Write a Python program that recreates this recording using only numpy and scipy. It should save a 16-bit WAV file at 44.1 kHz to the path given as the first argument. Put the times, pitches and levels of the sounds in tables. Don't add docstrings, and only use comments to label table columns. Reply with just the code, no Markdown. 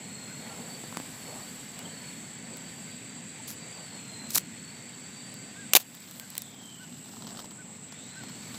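import sys
import numpy as np
from scipy import signal
from scipy.fft import rfft, irfft, next_fast_len
from scipy.io import wavfile
from scipy.ndimage import uniform_filter1d, map_coordinates

SR = 44100
rng = np.random.default_rng(int(sys.argv[2]) if len(sys.argv) > 2 else 0)


def digitize_waveform(pressure):
    field = np.atleast_2d(pressure).T
    bounded = np.clip(field, -1, 1)
    quanta = np.round(bounded * 32767).astype(np.int16)
    wavfile.write(sys.argv[1], SR, quanta)


def boost(x):
    u = np.asarray(x, float) / 20
    return 10 ** u


N = 378378
TIME = np.arange(N) / SR

# (start [s], length [s], pull [Hz], recovery [s])
THROTTLE = (6.22, 1.6, 1880, .25)


def unit(x):
    return x / np.sqrt(np.mean(x ** 2) + 1e-20)


def curves(rows):
    s, *cols = np.transpose(rows)
    return [np.interp(TIME, s, c) for c in cols]


def wobble(rate):
    return map_coordinates(rng.standard_normal(int(N * rate / SR) + 4), [TIME * rate])


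def coloured(x, spectrum):
    m = next_fast_len(N + 8192, True) // 2 * 2
    f, db = np.transpose(spectrum)
    gain = boost(np.interp(np.log(np.fft.rfftfreq(m, 1 / SR) + 1), np.log(f), db))
    cep = irfft(np.log(gain + 1e-6), m)
    cep[1:m // 2] *= 2
    cep[m // 2 + 1:] = 0
    return irfft(rfft(x, m) * np.exp(rfft(cep)), m)[:N]


def rush(spectrum, patchy_db):
    z = signal.stft(rng.standard_normal(N), nperseg=512)[2]
    field = uniform_filter1d(rng.standard_normal(z.shape), size=5, axis=0)
    field = uniform_filter1d(field, size=10, axis=1)
    patchy = signal.istft(z * boost(patchy_db * unit(field)), nperseg=512)[1]
    return unit(coloured(patchy, spectrum))


def grains(per_s, spread_db):
    chance, size, sign = rng.random(N), rng.exponential(size=N), rng.standard_normal(N)
    return (chance < per_s / SR) * boost(spread_db * np.minimum(size, 4)) * np.sign(sign)


def scratch():
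    # (time [s], pressure [dB])
    strokes = [
        [(3.468, -69), (3.479, -40), (3.51, -46), (3.535, -48), (3.55, -60)],
        [(4.29, -54), (4.303, -50), (4.305, -28), (4.312, -42), (4.333, -44)],
        [(4.333, -34), (4.345, -35), (4.355, -21.5), (4.358, -22), (4.372, -30.5), (4.379, -23), (4.383, -27),
         (4.388, -43), (4.42, -54)],
        [(5.7335, -58), (5.735, -10), (5.739, -20), (5.742, -32), (5.75, -42)],
        [(5.7505, -42), (5.752, -8), (5.757, -16.5), (5.765, -16), (5.771, -12.5), (5.776, -33), (5.79, -44.5),
         (5.805, -41.5), (5.83, -50)],
    ]
    body_shares = [0.11, 0.11, .16, 0.66, 0.92]
    # (frequency [Hz], level [dB per Hz])
    grit_tone = [(180, -46), (300, -3), (399, -54), (1220, -10), (2810, -4.5), (4640, 5), (5680, 4.5),
                 (14000, 3.5), (15500, 2), (16300, -41)]
    # (frequency [Hz], level [dB per Hz])
    stick_tone = [(60, -37), (300, -13), (600, -2), (1500, -5.5), (2600, -1.5), (4300, 1), (5500, -6),
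                  (6500, 1), (9500, -8), (13000, 1.5), (15200, -3), (16300, -21)]
    slips = boost(1.8 * wobble(500))
    grit = slips * (unit(grains(per_s=4400, spread_db=3.0)) + 1.2 * rng.standard_normal(N))
    bright, dull = unit(coloured(grit, grit_tone)), unit(coloured(grit, stick_tone))
    out = np.zeros(N)
    for rows, share in zip(strokes, body_shares):
        pressure_db, = curves(rows)
        inside = (TIME > rows[0][0]) & (TIME < rows[-1][0])
        out += inside * boost(pressure_db) * ((1 - share) * bright + share * dull)
    return out


def snaps():
    # (time [s], peak [dB], low part [dB])
    grit_snaps = [(1.79, -19.5, -17), (2.5694, -23, -21), (3.479, -23, -16), (3.484, -22, -27),
                  (3.4924, -33, -20), (3.498, -31, -11), (3.5034, -16, -24), (3.5124, -19, -28),
                  (3.517, -34, -12), (4.3028, -25, -30), (4.316, -34, -13), (4.347, -3, -29),
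                  (4.35, -17, -12), (4.356, 4, -29), (4.3755, -2, -21), (4.3805, 1, -23), (5.34, -25, -17),
                  (5.734, 0, -15), (5.738, -22, -16), (5.75, 3, -15), (5.7572, -1.5, -29), (5.7627, 0, -36),
                  (5.7646, 6, -18), (5.7673, -5.5, -12)]
    # (time [s], peak [dB], low part [dB])
    spits = [(5.7994, -20, -22), (5.8024, -19, -23), (5.8094, -33, -20), (5.949, -24, -24),
             (6.0025, -29, -23), (6.11, -22, -21), (6.197, -16, -18), (6.302, -18, -35),
             (6.352, -18.5, -14.5), (6.3672, -24, -11), (6.3787, -3, -27), (6.39, -25, -25),
             (6.4188, -13, -29)]
    high_tone = [(2000, -24), (4000, -5), (6000, -1.0), (8500, -0.5), (10000, -2.5), (13000, 1.5),
                 (15300, -4), (16300, -7)]
    low_tone = [(200, -14), (700, -5), (2500, 2), (4500, -3), (9000, -49.5)]
    low, high, t = np.zeros(N + SR), np.zeros(N + SR), np.arange(SR // 20) / SR
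    for s, peak_db, low_db in grit_snaps + spits:
        burst = 0.2 * rng.standard_normal(len(t)) * boost(-60 * t / 0.0084)
        burst[0] = 1
        at = round((s + 0.0011) * SR)
        high[at:][:len(t)] += boost(peak_db + 0.5) * burst
        low[at:][:len(t)] += boost(peak_db + low_db + 19.0) * burst
    return coloured(high[:N], high_tone) + coloured(low[:N], low_tone)


def fizz():
    # (time [s], level [dB])
    fizz_level = [(5.8, -76), (5.95, -57.5), (6.15, -57.5), (6.9, -59), (7.24, -56), (7.4, -53),
                  (7.48, -68), (8.2, -57.5), (8.58, -54.5)]
    level_db, = curves(fizz_level)
    t = np.arange(SR // 50) / SR
    tiny_pops = signal.fftconvolve(np.abs(grains(per_s=500, spread_db=1.5)), boost(-60 * t / 0.015))[:N]
    hiss = unit((unit(tiny_pops) + 0.36) * rng.standard_normal(N))
    return boost(level_db) * (TIME > fizz_level[0][0]) * hiss


def pops():
    # (time [s], peak [dB], thud [dB])
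    head_pops = [(7.058, -34, -9), (7.092, -38, -15), (7.115, -39, -10), (7.137, -33, -6), (7.168, -35, -2),
                 (7.207, -35, -9), (7.222, -29.5, -10), (7.245, -33.5, -11), (7.269, -28, -13),
                 (7.276, -30, -14), (7.29, -33, -19), (7.306, -31, -12), (7.319, -39, -2),
                 (7.349, -37.5, 4), (7.372, -28, -18), (7.391, -22, -29), (7.397, -30, -22),
                 (7.402, -27, -24), (7.443, -31, -4), (7.457, -33, -15), (7.509, -32, -12), (7.517, -37, 0),
                 (7.923, -27.5, -10), (8.236, -29.5, -8), (8.296, -31, -14), (8.397, -46, -12),
                 (8.544, -25, -28), (8.552, -30, -21)]
    out, t = np.zeros(N), np.arange(SR // 50) / SR
    for s, peak_db, thud_db in head_pops:
        pop = boost(peak_db - 12.0 - 60 * t / 0.022) * rng.standard_normal(len(t))
        pop[0] = boost(peak_db - 13)
        pop = pop + boost(thud_db + 9.5) * uniform_filter1d(pop, size=14)
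        at = round(s * SR)
        out[at:][:len(t)] += pop[:N - at]
    return out


def gas_jet():
    # (time [s], hiss [dB])
    flare = [(5.76, -65), (5.95, -61), (6.19, -57), (6.38, -63), (6.45, -64.5), (7.2, -67)]
    # (time [s], delay [ms])
    bounce = [(5.8, 0.32), (6.05, .17), (6.4, .222), (6.75, 0.206), (7.2, 0.18)]
    # (frequency [Hz], level [dB per Hz])
    jet_tone = [(7000, -16), (9500, -2.5), (11500, -3), (15300, 1), (15500, -40), (16000, -120)]
    burning = (TIME > flare[0][0]) * (TIME < flare[-1][0])
    jet = burning * boost(curves(flare)[0]) * rush(jet_tone, patchy_db=4.0)
    return jet - 0.6 * np.interp(TIME - curves(bounce)[0] / 1000, TIME, jet)


def flame():
    # (frequency [Hz], level [dB])
    spark_tone = [(300, -5.5), (800, 3), (1800, -1.5), (2400, -15), (3000, 1), (4300, 4.5), (5400, 1),
                  (7000, -3), (10000, -16), (13000, -8.5), (15300, -9), (15600, -50), (16200, -120)]
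    return boost(5.0) * coloured(fizz() + pops(), spark_tone) + gas_jet()


def knocks():
    # (time [s], thump [dB], ring [Hz], ring [dB], click [dB])
    finger_knocks = [
        (0.839, -25, 602, -27, -40),
        (0.926, -36, 1006, -25, -36),
        (0.9483, -36, 1400, -32, -41),
        (.971, -19.5, 890, -19, -18.5),
        (1.0003, -25, 700, -24.5, -34),
        (4.3637, -50, 1200, -16, -40),
    ]
    out, t = np.zeros(N), np.arange(SR // 20) / SR
    for s, thump_db, hz, ring_db, click_db in finger_knocks:
        thump = boost(thump_db - 60 * t / 0.01) * np.sin(2 * np.pi * 230 * t)
        ring = boost(ring_db - 60 * t / 0.004) * np.sin(2 * np.pi * hz * t)
        click = boost(click_db - 60 * t / 0.007) * uniform_filter1d(rng.standard_normal(len(t)), size=3)
        out[round(s * SR):][:len(t)] += thump + ring + click
    return coloured(out, [(40, -51), (120, -7), (200, -0.5), (9000, 2.0)])


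def insects():
    # (frequency [Hz], level [dB])
    song_tone = [(5800, -52), (6500, -22), (6850, -18), (7320, -7), (7820, -0.5), (8250, -6.5), (8480, -22),
                 (8800, -49), (10000, -120)]
    pulses = grains(per_s=4000, spread_db=-3.5)
    level_db = -48 + 0.2 * wobble(1.87) + 0.79 * wobble(30)
    return boost(level_db) * unit(coloured(pulses, song_tone))


def sag(s, length, pull_hz, back):
    held = np.clip(TIME - s, 0, length)
    return pull_hz * (1 - np.exp(-held / 0.25)) * np.exp(-np.maximum(TIME - s - length, 0) / back)


def machine_whine():
    # (start [s], length [s], pull [Hz], recovery [s])
    loads = [
        (-.2, .5, 458.2, .28),
        (1.089, .15, 543, .25),
        (1.782, .32, 338, .3),
        (3.771, .43, 649.7, .38),
    ]
    # (multiple of the shaft's rate, level under the whine [dB])
    shaft_orders = [(1, -7.5), (2, -13), (3, -8)]
    # (delay [s], level [dB])
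    echoes = [
        (.045, 2),
        (0.089, -3),
        (0.149, -12),
    ]
    full_hz, whine_db = 4638, -62.5
    load_hz, idle_hz = sum(sag(*row) for row in loads), sag(*THROTTLE)
    hz = full_hz - load_hz - idle_hz
    start, length, pull_hz, back = THROTTLE
    idling = sag(start + 0.07, length, pull_hz, back) / pull_hz
    db = whine_db + 11 * (load_hz + 0.38 * idle_hz) / 1000
    db = db - 19 * idling ** 7 + 0.65 * wobble(3.2)
    unsteady_hz = 0.08 * (full_hz - hz) * wobble(120)
    phase = 2 * np.pi * np.cumsum(hz + unsteady_hz) / SR
    fuzz = (1.5 + wobble(150)) * np.sin(phase) + wobble(150) * np.cos(phase)
    octave_down = boost(-15) * wobble(200) * np.sin(phase / 2)
    octave_up = boost(-12 + 5 * wobble(9)) * np.sin(2 * phase)
    direct = boost(db - 4.5 + 2.3 * wobble(17)) * (fuzz + octave_down + octave_up)
    shaft = sum(boost(order_db + 4.1 * wobble(4)) * np.sin(k * phase / 9) for k, order_db in shaft_orders)
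    direct = direct + boost(whine_db - 11 * (full_hz - hz) / 1000) * shaft
    out = direct.copy()
    for delay_s, level_db in echoes:
        late = np.pad(direct, (round(delay_s * SR), 0))[:N]
        out += boost(level_db + 2.5 * wobble(5.4)) * late
    return out


def machine_drone():
    # (frequency [Hz], level [dB per Hz])
    drone_tone = [(700, -23.5), (1100, -8.5), (1500, -1), (2050, 3.5), (3000, -1), (4300, -2.5),
                  (5400, -8.5), (6600, -6.5), (7500, -0.5), (9000, -59), (12000, -120)]
    level_db = -50.5 - 3 * sag(*THROTTLE) / 1000 + 0.2 * wobble(3.13)
    return boost(level_db) * rush(drone_tone, patchy_db=1.42)


def bird():
    # (time [s], length [s], top [Hz], sag at the ends [Hz], level [dB])
    calls = [(0.274, 0.079, 1536, 246, -56), (0.486, 0.07, 1380, 60, -59), (5.548, .11, 1638, 204, -56),
             (6.19, 0.078, 1600, 202, -63), (6.79, 0.066, 1530, 149.6, -57.5),
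             (7.572, 0.057, 1520, 148, -57), (8.148, 0.076, 1560, 151, -53), (1.787, 0.026, 2900, 50, -55),
             (1.851, 0.014, 3190, 200, -53), (1.888, 0.026, 3100, 50, -60), (3.395, 0.02, 893, 60, -54.5)]
    out, flutter = np.zeros(N), wobble(90)
    for s, length, top_hz, sag_hz, db in calls:
        at = round(s * SR)
        u = np.arange(round(length * SR)) / (length * SR)
        hz = top_hz - sag_hz * (2 * u - 1) ** 2
        swell = boost(db + 7 + 1.5 * flutter[at:][:len(u)]) * np.sqrt(np.sin(np.pi * u))
        out[at:][:len(u)] += swell * np.sin(2 * np.pi * np.cumsum(hz) / SR)
    return out


def wind():
    # (middle [s], half width [s], swell [dB])
    gusts = [(0, 0.14, 4), (.55, 0.23, 9), (.9, 0.13, 2.5), (1.31, .14, 7.5), (1.87, 0.14, 5.5),
             (2.53, 0.076, 6), (4, 0.56, 2.5), (7.3, 0.15, 3), (8.4, 0.28, 1.5)]
    # (time [s], strength [dB])
    leaf_wind = [(0, -59.5), (.55, -54), (1.12, -51.5), (1.55, -52), (1.9, -58), (2.12, -54.5),
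                 (2.4, -62.5), (2.77, -57), (3.18, -64), (4, -60), (4.5, -59.5), (5.6, -62), (6.6, -67),
                 (7.3, -59), (7.8, -67.5), (8.15, -69), (8.3, -64), (8.58, -53)]
    # (frequency [Hz], level [dB per Hz])
    gust_tone = [(250, -25.5), (400, -4), (520, -3.5), (800, -4.5), (1200, -11.5), (2500, -33.5),
                 (6000, -120)]
    # (frequency [Hz], level [dB per Hz])
    leaf_tone = [(5000, -4), (8300, -7), (8700, -2.5), (10000, -7.5), (11000, -6), (13000, -6.5),
                 (15300, -7.5), (15500, -40), (16000, -120)]
    gust_db = -57.5 + sum(db * np.exp(-((TIME - s) / half) ** 2) for s, half, db in gusts)
    rumble = boost(gust_db + 0.22 * wobble(25)) * rush(gust_tone, patchy_db=2.0)
    return rumble + boost(curves(leaf_wind)[0]) * rush(leaf_tone, patchy_db=0.8)


def traffic_hum():
    # (frequency [Hz], level [dB per Hz])
    hum_tone = [(15, -89), (25, -52), (75, -22.5), (108, -6), (177, -1), (246, -0.5), (337, -12.5),
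                (450, -18.5), (580, -53), (990, -120)]
    return boost(-47.5 + 0.84 * wobble(2.76) + 0.27 * wobble(12)) * rush(hum_tone, patchy_db=0.45)


def ducking():
    # (time [s], depth [dB], recovery [s])
    ducks = [
        (4.358, 2, 1.03),
        (5.74, 6.5, 1.1),
    ]
    return -sum(db * (TIME > s) * np.exp(-np.abs(TIME - s) / back) for s, db, back in ducks)


def scene():
    far = insects() + machine_whine() + machine_drone() + wind() + traffic_hum()
    mix = scratch() + snaps() + flame() + knocks() + bird() + boost(ducking()) * far
    return np.array([mix, mix])


def empty_faint_bands(x, margin_db, low_hz, high_hz):
    hz, _, z = signal.stft(x, SR, nperseg=1024)
    power = uniform_filter1d(uniform_filter1d(np.abs(z) ** 2, size=5, axis=0), size=3, axis=1)
    insect_power = uniform_filter1d(power[(hz > 7400) & (hz < 8200)].mean(axis=0), size=9)
    slope_db = -2.2 * (hz[:, None] - low_hz) / 1000
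    in_band = ((hz > low_hz) & (hz < high_hz))[:, None]
    faint = (power < insect_power * boost(margin_db + slope_db) ** 2) & in_band
    return signal.istft(z * ~faint, SR, nperseg=1024)[1][:N]


def low_pass(x):
    return signal.sosfilt(signal.butter(12, 16410, fs=SR, output="sos"), x)


def record(dry):
    clipped = np.clip(dry[0], -1, 1)
    mono = empty_faint_bands(clipped, margin_db=-25.5, low_hz=8560, high_hz=11180)
    return low_pass(np.array([mono, mono]))


dry = scene()
out = record(dry)
digitize_waveform(out)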